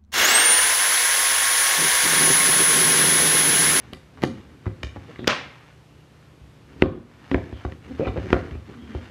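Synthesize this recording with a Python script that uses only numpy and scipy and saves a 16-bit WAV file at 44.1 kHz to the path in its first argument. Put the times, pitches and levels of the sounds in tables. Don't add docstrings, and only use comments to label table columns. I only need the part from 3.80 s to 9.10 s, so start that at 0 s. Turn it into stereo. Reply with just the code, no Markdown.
import sys
import numpy as np
from scipy import signal
from scipy.fft import rfft, irfft
from scipy.io import wavfile
from scipy.ndimage import uniform_filter1d

SR = 44100
rng = np.random.default_rng(int(sys.argv[2]) if len(sys.argv) > 2 else 0)


def unload_wav(signal):
    wavfile.write(
        sys.argv[1],
        SR,
        np.round(np.clip(np.atleast_2d(signal).T, -1, 1) * 32767).astype(np.int16),
    )


N = 233818
TIME = np.arange(N) / SR
TAIL = TIME[:SR * 3 // 4]


def undb(db):
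    return 10 ** (np.asarray(db) / 20)


def unit(x):
    return x / np.sqrt(np.mean(x ** 2) + 1e-18)


def burst(x):
    return x / np.sqrt(np.sum(x ** 2) / (SR / 100))


def along(points, hz):
    freq_hz, value = np.transpose(points)
    return np.interp(np.log(np.maximum(hz, 1)), np.log(freq_hz), value)


def colour(x, eq):
    size = x.shape[-1]
    return irfft(rfft(x) * undb(along(eq, np.fft.rfftfreq(size, 1 / SR))), size)


def impulse(eq, size=2048):
    cepstrum = irfft(np.log(undb(along(eq, np.fft.rfftfreq(size, 1 / SR)))))
    cepstrum[1:size // 2] *= 2
    cepstrum[size // 2 + 1:] = 0
    pulse = irfft(np.exp(rfft(cepstrum)))
    return burst(np.pad(pulse, (0, len(TAIL) - size)))


def fade(t60_s):
    return np.exp(-np.log(1000) * TAIL / t60_s)


def ring(modes, scatter_db=1.5):
    pitch_hz, level_db, t60_s = np.transpose(modes)[:, :, None]
    weight = undb(level_db + scatter_db * rng.standard_normal(pitch_hz.shape))
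    return burst(np.sum(weight * fade(t60_s) * np.sin(2 * np.pi * pitch_hz * TAIL), axis=0))


def ping(hz, cycles=13, overtone=1.4774, overtone_db=-4):
    return ring([(hz, 0, cycles / hz), (hz * overtone, overtone_db, cycles / hz / overtone)])


def soften(x, contact_s):
    push = np.sin(np.pi * TAIL[TAIL < contact_s] / contact_s) ** 2 + 1e-9
    return signal.lfilter(push / push.sum(), 1, x)


def add(track, start_s, sound):
    start = int(start_s * SR)
    part = sound[max(-start, 0):max(N - start, 0)]
    track[max(start, 0):max(start, 0) + len(part)] += part


def stereo_noise(width, size):
    coherence = np.clip(along(width, np.fft.rfftfreq(size, 1 / SR)), -1, 1)
    shares = np.sqrt([(1 + coherence) / 2, (1 - coherence) / 2])
    mid, side = rfft(rng.standard_normal((2, size))) * shares
    return irfft([mid + side, mid - side], size)


# freq_hz, level_db
AIR_EQ = [(15, -74.5), (25, -30.5), (52, -1), (122, -6), (233, -6.5), (253, -11.5), (289, -7), (331, -9),
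          (552, -11), (614, -13), (2300, -21), (2850, -22), (13500, -41), (15500, -73.5)]
# freq_hz, coherence
AIR_WIDTH = [(60, 1), (130, 0.712), (290, 0.0067), (700, 0.087), (8000, 0.24)]
# pitch_hz, level_db
HUM_TONES = [(119.5, -58), (150.7, -57.5), (301.5, -70)]


def room_tone(air_db=-52):
    hum = sum(undb(db) * np.sqrt(2) * np.sin(2 * np.pi * (hz * TIME + rng.random()))
              for hz, db in HUM_TONES)
    air = unit(colour(stereo_noise(AIR_WIDTH, N), AIR_EQ))
    return undb(air_db) * air + hum


# freq_hz, lag_rad
RIGHT_LAG = [(20, 0), (1000, .08), (2700, .35), (4000, 1.3), (6000, 2.2), (8400, 2.8), (14000, 2.7)]


def pan_left(x, right_db=-3.2):
    hz = np.fft.rfftfreq(len(x), 1 / SR)
    shadow = undb(along([(150, 0.049), (550, right_db), (3000, right_db), (8000, -0.15)], hz))
    right = irfft(rfft(x) * shadow * np.exp(-1j * along(RIGHT_LAG, hz)), len(x))
    return np.array([x, right])


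# freq_hz, t60_s
ROOM_DECAY = [(150, 0.486), (500, 0.4137), (1200, 0.4494), (2700, 0.4866), (5000, 0.35), (12000, 0.358)]
# freq_hz, coherence
ROOM_WIDTH = [(100, 1), (1400, 0.977), (3100, 0.845), (6500, 0.12), (12000, -0.96)]
# freq_hz, gain_db
WALL_EQ = [(50, 3), (155, 1.5), (205, -1.5), (270, -0.5), (600, -4), (1300, -4.5), (3000, -3.5),
           (6000, -1.5), (10000, -5), (15000, -7.5)]
# delay_s, level_db
TIN_ECHOES = [(0.0141, 0), (0.0255, -10.5), (0.037, -4.5)]
# delay_s, level_db
SNAP_ECHOES = [(0.024, -18.5), (0.024, -8.5), (0.031, -8), (0.034, -25)]


def kitchen_reverb(send, first_echoes, predelay_s=0.00086, build_s=0.0158, diffuse_db=-28.5,
                   early_db=-5, early_t60_s=0.259, echoes_per_s=400):
    size = len(TAIL)
    noise = rfft(stereo_noise(ROOM_WIDTH, size))
    hz = np.fft.rfftfreq(size, 1 / SR)
    centres_hz, t60s = np.transpose(ROOM_DECAY)
    bands = [along(np.c_[centres_hz, peak], hz) for peak in np.eye(len(centres_hz))]
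    tail = sum(irfft(noise * band, size) * fade(t60_s) for band, t60_s in zip(bands, t60s))
    taps = (rng.random(size) < echoes_per_s / SR) * rng.choice([-1., 1.], size)
    build = np.clip((TAIL - predelay_s) / build_s, 0, 1) * undb(diffuse_db)
    echoes = undb(early_db) * unit(taps) * fade(early_t60_s) * build
    for delay_s, level_db in first_echoes:
        echoes[int(delay_s * SR)] += undb(level_db)
    response = colour(tail * build + pan_left(echoes), WALL_EQ)
    return signal.fftconvolve(send[None], response, axes=1)[:, :N]


def grains(per_s, spread_db):
    sizes = undb(spread_db * np.minimum(rng.exponential(size=N), 4))
    return (rng.random(N) < per_s / SR) * rng.choice([-1, 1], N) * sizes


def tremor(steps_per_s=14, depth_db=3.5):
    hold = int(SR / steps_per_s)
    steps = np.repeat(rng.standard_normal(N // hold + 1), hold)
    return undb(depth_db * uniform_filter1d(steps, hold)[:N])


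# freq_hz, level_db
SCRAPE_EQ = [(250, -6), (700, 2), (1300, 4), (2700, -1.5), (4000, -7.5), (7000, -10.5), (11000, -17.5),
             (16000, -44)]
# freq_hz, level_db
RUB_EQ = [(35, -39.5), (70, 16), (110, 7.5), (160, 3), (205, 6), (270, 7.5), (450, 0.5), (800, -34),
          (2000, -38.5)]
# pitch_hz, level_db, t60_s
WHEEL_MODES = [(1901, -3.5, 0.27), (1886, -7, 0.1), (2375.4, 4, 0.12), (2889, 0.5, .06), (3087, 1, 0.045),
               (3681, -0.5, 0.13), (4378, -12, 0.063), (4394, -9.5, 0.1), (4730, -13.5, 0.12),
               (5282, -5.5, 0.058), (6410, -6, .04), (6870, -15.5, .09)]
# start_s, build_s, hold_s, scrape_db, rub_db
SQUEEZES = [(0, 0.062, 0.087, -53, -67.5), (0.375, 0.067, 0.371, -58.5, -50),
            (0.843, 0.094, 0.48, -60.5, -47), (1.234, 0.112, 0.077, -52.5, -44),
            (1.624, 0.068, 0.2237, -56, -54), (2.395, 0.071, 0.026, -60.5, -55.5),
            (2.585, 0.071, 0.052, -83.5, -53), (2.946, 0.09, 0.06, -49.5, -44.5),
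            (3.495, 0.299, 0.321, -50, -48.5), (4.058, 0.064, 0.688, -53, -41),
            (4.187, 0.027, 0.36, -48, -38), (4.907, 0.136, 0.313, -52, -44)]


def grinding(wheel_db=-11, wheel_t60_s=0.053, release_s=0.1743, idle_rub_db=-58):
    scrape_gain = np.zeros(N)
    rub_gain = np.full(N, undb(idle_rub_db))
    for start_s, build_s, hold_s, scrape_db, rub_db in SQUEEZES:
        end_s = start_s + hold_s
        pressure = np.interp(TIME, [start_s - build_s, start_s, end_s, end_s + release_s], [0, 1, 1, 0])
        scrape_gain = np.maximum(scrape_gain, undb(scrape_db) * pressure)
        rub_gain = np.maximum(rub_gain, undb(rub_db) * pressure)
    catches = grains(per_s=900, spread_db=2.5)
    wheel = signal.fftconvolve(catches, ring(WHEEL_MODES) * fade(wheel_t60_s))[:N]
    grit = unit(colour(catches, SCRAPE_EQ)) + undb(wheel_db) * unit(wheel)
    scrape = scrape_gain * tremor() * unit(grit)
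    rub = rub_gain * tremor() * unit(colour(grains(per_s=600, spread_db=1.5), RUB_EQ))
    return scrape, rub


def stick_slip(cues, body_modes, contact_s, body_db, jitter, scatter_db, waver):
    out = np.zeros(N)
    for start_s, length_s, slips_per_s, start_hz, end_hz, t60_s, level_db in cues:
        gaps, sizes, loads = rng.standard_normal((96, 3)).T
        grip = signal.windows.tukey(int(length_s * SR), 0.232)
        slip_at = ((np.cumsum(np.exp(jitter * gaps)) - .5) * SR / slips_per_s).astype(int)
        inside = (slip_at >= 0) & (slip_at < len(grip))
        slips = np.zeros(len(TAIL))
        slips[slip_at[inside]] = undb(scatter_db * sizes[inside]) * grip[slip_at[inside]]
        glide_hz = np.interp(TAIL, [0, length_s], [start_hz, end_hz])
        pitch_hz = glide_hz * (1 + waver * np.interp(TAIL, slip_at / SR, loads))
        carrier = np.exp(2j * np.pi * np.cumsum(pitch_hz) / SR)
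        note = np.imag(carrier * signal.fftconvolve(slips / carrier, burst(fade(t60_s)))[:len(TAIL)])
        body = signal.fftconvolve(slips, ring(body_modes))[:len(TAIL)]
        groan = soften(note + undb(body_db) * body, contact_s)
        rms = np.sqrt(np.sum(groan ** 2) / len(grip) + 1e-18)
        add(out, start_s, undb(level_db) * groan / rms)
    return out


# pitch_hz, level_db, t60_s
STEEL_MODES = [(1187, 3.5, 0.16), (1357, 3, 0.038), (1613.6, 2.5, 0.068), (1990, 9, 0.063),
               (2379, -2, 0.11), (2900, -0.5, 0.06), (3742, 1.5, 0.032), (3940, -11, 0.12),
               (5210, -21.5, 0.079), (6800, -20.5, 0.13)]
# start_s, length_s, slips_per_s, start_hz, end_hz, t60_s, level_db
SQUEAKS = [(0.369, 0.0279, 130, 1294, 854.3, 0.00377, -49), (0.8565, 0.0045, 394.4, 1300, 1150, 0.01, -36),
           (.865, 0.00777, 550, 1500, 1890, 0.0059, -43.5), (1.3585, 0.0041, 558, 2040, 1875, .011, -38.5),
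           (1.383, 0.0614, 240, 3670, 3400, 0.0068, -51), (2.08, 0.144, 370, 2750, 2850, 0.043, -67.5),
           (3.5125, 0.0062, 600, 3270, 3570, 0.0053, -41), (3.725, 0.079, 220, 3280, 3100, 0.00607, -56),
           (3.8495, 0.0056, 600, 1470, 1344, 0.0044, -35), (4.1905, 0.0346, 190, 1510, 1200, .007, -44),
           (4.192, 0.054, 230, 2470, 2505, 0.01, -48.5), (4.2445, .006, 600, 2506, 2450, 0.013, -38.5),
           (4.249, 0.012, 230, 1150, 1350, .008, -40), (4.2525, .009, 730, 2570, 2310, .013, -36.5),
           (4.269, 0.016, 330, 1443, 1040, 0.012, -31), (4.272, 0.017, 340, 3380, 3660, 0.016, -46.5),
           (4.2825, 0.0043, 690, 2400, 2366, 0.017, -37.5), (4.358, 0.031, 160, 1250, 1920, 0.0036, -41),
           (4.476, 0.047, 140, 1900, 1900, 0.0042, -46), (4.722, 0.0367, 270, 2333, 2540, 0.022, -54.5),
           (4.933, 0.0157, 400, 1390, 1460, 0.014, -48), (4.96, 0.273, 380, 3230, 3150, 0.0221, -60),
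           (5.108, 0.0145, 260, 1690, 2000, 0.0082, -49)]


def wheel_squeaks():
    return stick_slip(SQUEAKS, STEEL_MODES, contact_s=0.0001, body_db=-11.5,
                      jitter=0.35, scatter_db=2.5, waver=0.019)


# pitch_hz, level_db, t60_s
TIN_MODES = [(171.7, 1.5, 0.14), (236.8, -4, 0.502), (301.2, 5, 0.124), (307.7, 7, 0.072),
             (353, 5.5, 0.085), (369.4, 10.5, 0.1506), (465.5, 10.5, 0.04), (522.93, 0.5, 0.32),
             (713.4, -2, 0.091), (748.2, -1, 0.16), (864.3, -7.5, 0.16)]
# start_s, length_s, slips_per_s, start_hz, end_hz, t60_s, level_db
JUDDERS = [(.443, 0.0157, 165, 350, 305, 0.0185, -21.5), (0.492, 0.031, 225, 231, 210.7, 0.033, -31.5),
           (.552, 0.0494, 210, 224, 202, 0.058, -42), (1.284, 0.0273, 170, 435, 500, 0.0166, -40.5),
           (1.398, 0.0572, 125, 245, 277, 0.0168, -34.5), (3.517, 0.0207, 275, 332, 255, 0.0305, -20.5),
           (4.105, 0.0221, 250, 301, 298, 0.0168, -32), (4.1905, 0.0193, 105, 404.5, 453, 0.0263, -20.5),
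           (4.2085, 0.026, 146, 504.3, 539, 0.049, -21), (4.243, 0.036, 150, 254.5, 312, 0.049, -32),
           (4.247, 0.041, 190, 767, 757, 0.0375, -35), (4.357, 0.033, 170, 470, 558, 0.0146, -27),
           (4.44, 0.031, 200, 315, 387, 0.021, -33.5), (4.884, 0.0217, 200, 295, 378, 0.014, -39),
           (4.929, 0.303, 244, 233.5, 234.3, 0.18, -45.5), (5.068, 0.101, 227, 259, 234.4, 0.035, -40.5)]


def tin_judders():
    return stick_slip(JUDDERS, TIN_MODES, contact_s=0.001127, body_db=-16.5,
                      jitter=0.09, scatter_db=2.0, waver=0.014)


def metal_contact(eq, chatter_db, chatter_t60_s, steel_db):
    chatter = burst(colour(rng.standard_normal(len(TAIL)), eq) * fade(chatter_t60_s))
    return burst(impulse(eq) + undb(chatter_db) * chatter + undb(steel_db) * ring(STEEL_MODES))


def add_skid(track, hit_s, hit_db, swell_s=0.0117, grit_db=-36.5, db_per_hit_db=0.421):
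    middle_s = TAIL[len(TAIL) // 2]
    swell = np.exp(-np.abs(TAIL - middle_s) / swell_s)
    grit = burst(colour(rng.standard_normal(len(TAIL)), SCRAPE_EQ) * swell)
    add(track, hit_s - middle_s, undb(grit_db + db_per_hit_db * hit_db) * grit)


# freq_hz, level_db
EDGE_EQ = [(800, 14), (2800, -4), (4500, 6), (7000, -3), (10000, 1), (13000, -9), (15000, -44)]
# start_s, ring_db, tick_db
CLINKS = [(1.0316, -35, -37.5), (1.0333, -31.5, -42.5)]


def wheel_clinks(damped_t60_s=0.0121, free_db=-19):
    out = np.zeros(N)
    for start_s, ring_db, tick_db in CLINKS:
        tick = metal_contact(EDGE_EQ, chatter_db=23.5, chatter_t60_s=0.0324, steel_db=-22)
        damped = burst(ring(WHEEL_MODES) * fade(damped_t60_s))
        free = undb(free_db) * ring(WHEEL_MODES)
        add(out, start_s, undb(ring_db) * (damped + free) + undb(tick_db) * tick)
    return out


def rebound(blow, count=3, gap_s=0.0065, bounce_db=-15.5, contact_s=0.000353):
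    out = blow
    for _ in range(count):
        delayed = np.pad(blow, (int(gap_s * SR), 0))[:len(blow)]
        blow = -undb(bounce_db) * soften(delayed, contact_s)
        out = out + blow
    return out


def tin_knock(full_force_hz, level_db, hz_per_db=5.5, punch_t60_s=0.0118, body_db=-6):
    punch = rebound(ring([(full_force_hz + hz_per_db * level_db, 0, punch_t60_s)]))
    return undb(level_db) * burst(punch + undb(body_db) * ring(TIN_MODES))


# pitch_hz, level_db, t60_s
COUNTER_MODES = [(68.3, 8.5, 0.145), (104.83, -0.5, 0.742), (163.6, -7, 0.28)]


def counter_thud(pitch_hz, t60_s=0.244, boom_db=-5, thump_hz=120, thump_t60_s=0.0492, thump_db=-5):
    low_note = ring([(pitch_hz, 0, t60_s)])
    boom = undb(boom_db) * ring(COUNTER_MODES)
    thump = undb(thump_db) * ring([(thump_hz, 0, thump_t60_s)])
    return burst(low_note + boom + thump)


# freq_hz, level_db
CLICK_EQ = [(200, -50.5), (550, 9), (780, 8), (1150, 15.5), (2300, 5), (3600, 2), (4300, -6), (8000, -41),
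            (15000, -57.5)]
# start_s, knock_db, clack_db, clack_hz, contact_s, thud_db, thud_hz
DROPS = [(0.8632, -33.5, -48, 922, 0.00069, -18.5, 101.2), (0.8659, -32, -34, 1286, 0.000429, -52, 98),
         (1.035, -35, -36.5, 710, 0.00026, -22, 70.6), (1.1611, -36, -37.5, 513, 0.000534, -32.5, 81.6),
         (1.1675, -37.5, -36.5, 835, 0.000577, -28.5, 84.8), (1.3917, -30, -39.5, 709, 0.000255, -46, 71.6),
         (2.61, -49, -73.5, 720, 0.0003, -37.5, 68.6), (2.84, -57, -83, 720, 0.00024, -40.5, 71),
         (3.5446, -14, -17.5, 672.6, 0.000392, -15, 79.8), (3.727, -31.5, -47.5, 599, 0.00031, -25, 76.1),
         (3.8501, -26, -28.5, 723, 0.0006, -19.5, 75.5), (4.27, -22.5, -33.5, 752, 0.00057, -19.5, 77.8),
         (4.288, -26, -37.5, 715, 0.00077, -20, 74.8), (4.3733, -31, -35, 725, 0.000274, -19.5, 76.6),
         (4.385, -26.5, -47.5, 604, 0.00037, -35, 78), (4.5292, -9.5, -11.5, 709, 0.000377, -14.5, 76.7),
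         (4.716, -51.5, -48, 600, .0005, -23, 75.5), (4.753, -35, -43, 584, 0.00041, -25, 73),
         (5.1498, -26.5, -39, 687, 0.000883, -20.5, 79.3)]


def tin_drops(base_hz=508, ping_db=2, send_db=-11, knock_lag_s=0.000536, thud_lag_s=0.00173):
    close, send = np.zeros((2, N))
    for start_s, knock_db, clack_db, clack_hz, contact_s, thud_db, thud_hz in DROPS:
        metal = metal_contact(CLICK_EQ, chatter_db=8.0, chatter_t60_s=0.014, steel_db=-18.5)
        knock = tin_knock(base_hz, knock_db)
        strike = burst(metal + undb(ping_db) * ping(clack_hz))
        clack = undb(clack_db) * rebound(soften(strike, contact_s))
        add_skid(close, start_s, clack_db)
        add(close, start_s, clack)
        add(close, start_s + knock_lag_s, knock)
        add(close, start_s + thud_lag_s, undb(thud_db) * counter_thud(thud_hz))
        add(send, start_s, undb(send_db) * (clack + knock))
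    return close, send


def loose_rattle(start_s, count=13, length_s=0.055, level_db=-26, fall_db=1, low_hz=561.5, high_hz=3016):
    out = np.zeros(N)
    for k, (offset, note) in enumerate(rng.random((count, 2))):
        progress = (k + offset) / count
        pitch_hz = low_hz * (high_hz / low_hz) ** note
        tink = ping(pitch_hz, cycles=24.5, overtone=1.57, overtone_db=-19.5)
        add(out, start_s + progress * length_s, undb(level_db - fall_db * progress) * tink)
    return out


# freq_hz, level_db
SNAP_EQ = [(60, -37), (130, -3.5), (220, -8), (450, 10.5), (800, 1.5), (1700, -3), (2900, 5), (3900, 2.5),
           (5500, -1), (8000, -9), (11000, -15), (15000, -17.5)]
# freq_hz, gain_db
SNAP_SEND_EQ = [(60, 6), (200, 11), (450, -4), (800, 5.5), (1700, 10.5), (3000, -1), (5500, -1.5),
                (9000, -7), (15000, -5)]
# start_s, level_db
SNAPS = [(1.4731, -20), (1.4769, -9)]


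def jaw_snap():
    close, send = np.zeros((2, N))
    for start_s, level_db in SNAPS:
        add_skid(close, start_s, level_db)
        crack = metal_contact(SNAP_EQ, chatter_db=11.0, chatter_t60_s=0.0174, steel_db=-13.5)
        add(close, start_s, undb(level_db) * crack)
        add(send, start_s, undb(level_db) * impulse(SNAP_EQ))
    return close, colour(send, SNAP_SEND_EQ)


# start_s, click_db, ping_hz, edge_db, knock_db
JAW_HITS = [(0.1286, -63.5, 1310, -50, -32), (0.1336, -37.5, 3117, -37, -38),
            (0.4207, -39.5, 2040, -38, -30.5), (0.4277, -38, 1850, -43.5, -30),
            (0.4307, -37, 1230, -32.5, -28.5), (0.4365, -28.5, 2030, -24.5, -12.5),
            (0.443, -30, 1820, -46, -23.5), (.877, -47.5, 1400, -58.5, -28),
            (1.1601, -57.5, 2300, -64.5, -46.5), (1.444, -37.5, 1890, -57.5, -39.5),
            (3.0224, -11, 2052, -40, -1), (3.0217, -24.5, 2759, -53.5, -34),
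            (3.5145, -30, 1955, -46.5, -20.5), (3.9219, -43, 1890, -54.5, -34.5),
            (4.5043, -35.5, 2050, -43.5, -26), (4.5298, -25, 2386, -38, -46),
            (4.711, -45, 2140, -62.5, -41)]


def jaw_hits(rim_hz=358.7, ping_db=5, wheel_db=-13, thud_hz=88, thud_vs_knock_db=-14.5,
             knock_lag_s=0.00066, thud_lag_s=0.00254,
             click_send_db=-14, edge_send_db=-8, knock_send_db=-11):
    close, send = np.zeros((2, N))
    for start_s, click_db, ping_hz, edge_db, knock_db in JAW_HITS:
        metal = metal_contact(CLICK_EQ, chatter_db=31.5, chatter_t60_s=0.0232, steel_db=-12.5)
        note = ping(ping_hz, cycles=25.3, overtone=1.294, overtone_db=-10.5)
        click = undb(click_db) * burst(metal + undb(ping_db) * note)
        tick = metal_contact(EDGE_EQ, chatter_db=16.0, chatter_t60_s=0.0085, steel_db=6)
        edge = undb(edge_db) * burst(tick + undb(wheel_db) * ring(WHEEL_MODES))
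        knock = tin_knock(rim_hz, knock_db)
        add_skid(close, start_s, click_db)
        add(close, start_s, click + edge)
        add(close, start_s + knock_lag_s, knock)
        add(close, start_s + thud_lag_s, undb(knock_db + thud_vs_knock_db) * counter_thud(thud_hz))
        add(send, start_s, undb(click_db + click_send_db) * metal)
        add(send, start_s, undb(edge_send_db) * edge + undb(knock_send_db) * knock)
    return close, send


def scene(room_lean_db=0.9):
    hits, hit_send = jaw_hits()
    drops, drop_send = tin_drops()
    snap, snap_send = jaw_snap()
    clinks = wheel_clinks() + loose_rattle(start_s=SNAPS[-1][0])
    judders = tin_judders()
    squeaks = wheel_squeaks()
    scrape, rub = grinding()
    close = hits + drops + snap + clinks + judders + squeaks + scrape + rub
    tin_send = (hit_send + drop_send + undb(-8) * clinks + undb(-9.5) * judders
                + undb(-9) * (scrape + squeaks))
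    reverb = kitchen_reverb(tin_send, TIN_ECHOES) + kitchen_reverb(undb(-4.5) * snap_send, SNAP_ECHOES)
    lean_left = undb([[room_lean_db], [-room_lean_db]])
    return pan_left(close) + reverb * lean_left + room_tone()


def record(dry, ceiling=1.241, release_db_per_s=14, low_cut_hz=56, high_cut_hz=15700):
    sound = signal.sosfilt(signal.butter(4, low_cut_hz, "high", fs=SR, output="sos"), dry)
    over_db = 20 * np.log10(np.maximum(np.abs(sound).max(axis=0) / ceiling, 1))
    recovery_db = release_db_per_s * TIME
    duck_db = np.maximum.accumulate(over_db + recovery_db) - recovery_db
    duck_db = uniform_filter1d(np.roll(duck_db, -32), size=64)
    limited = sound * undb(-duck_db)
    rounded = limited / (1 + limited ** 10) ** (1 / 10)
    return signal.sosfilt(signal.ellip(8, .2, 70, high_cut_hz, fs=SR, output="sos"), rounded)


dry = scene()
out = record(dry)
unload_wav(out)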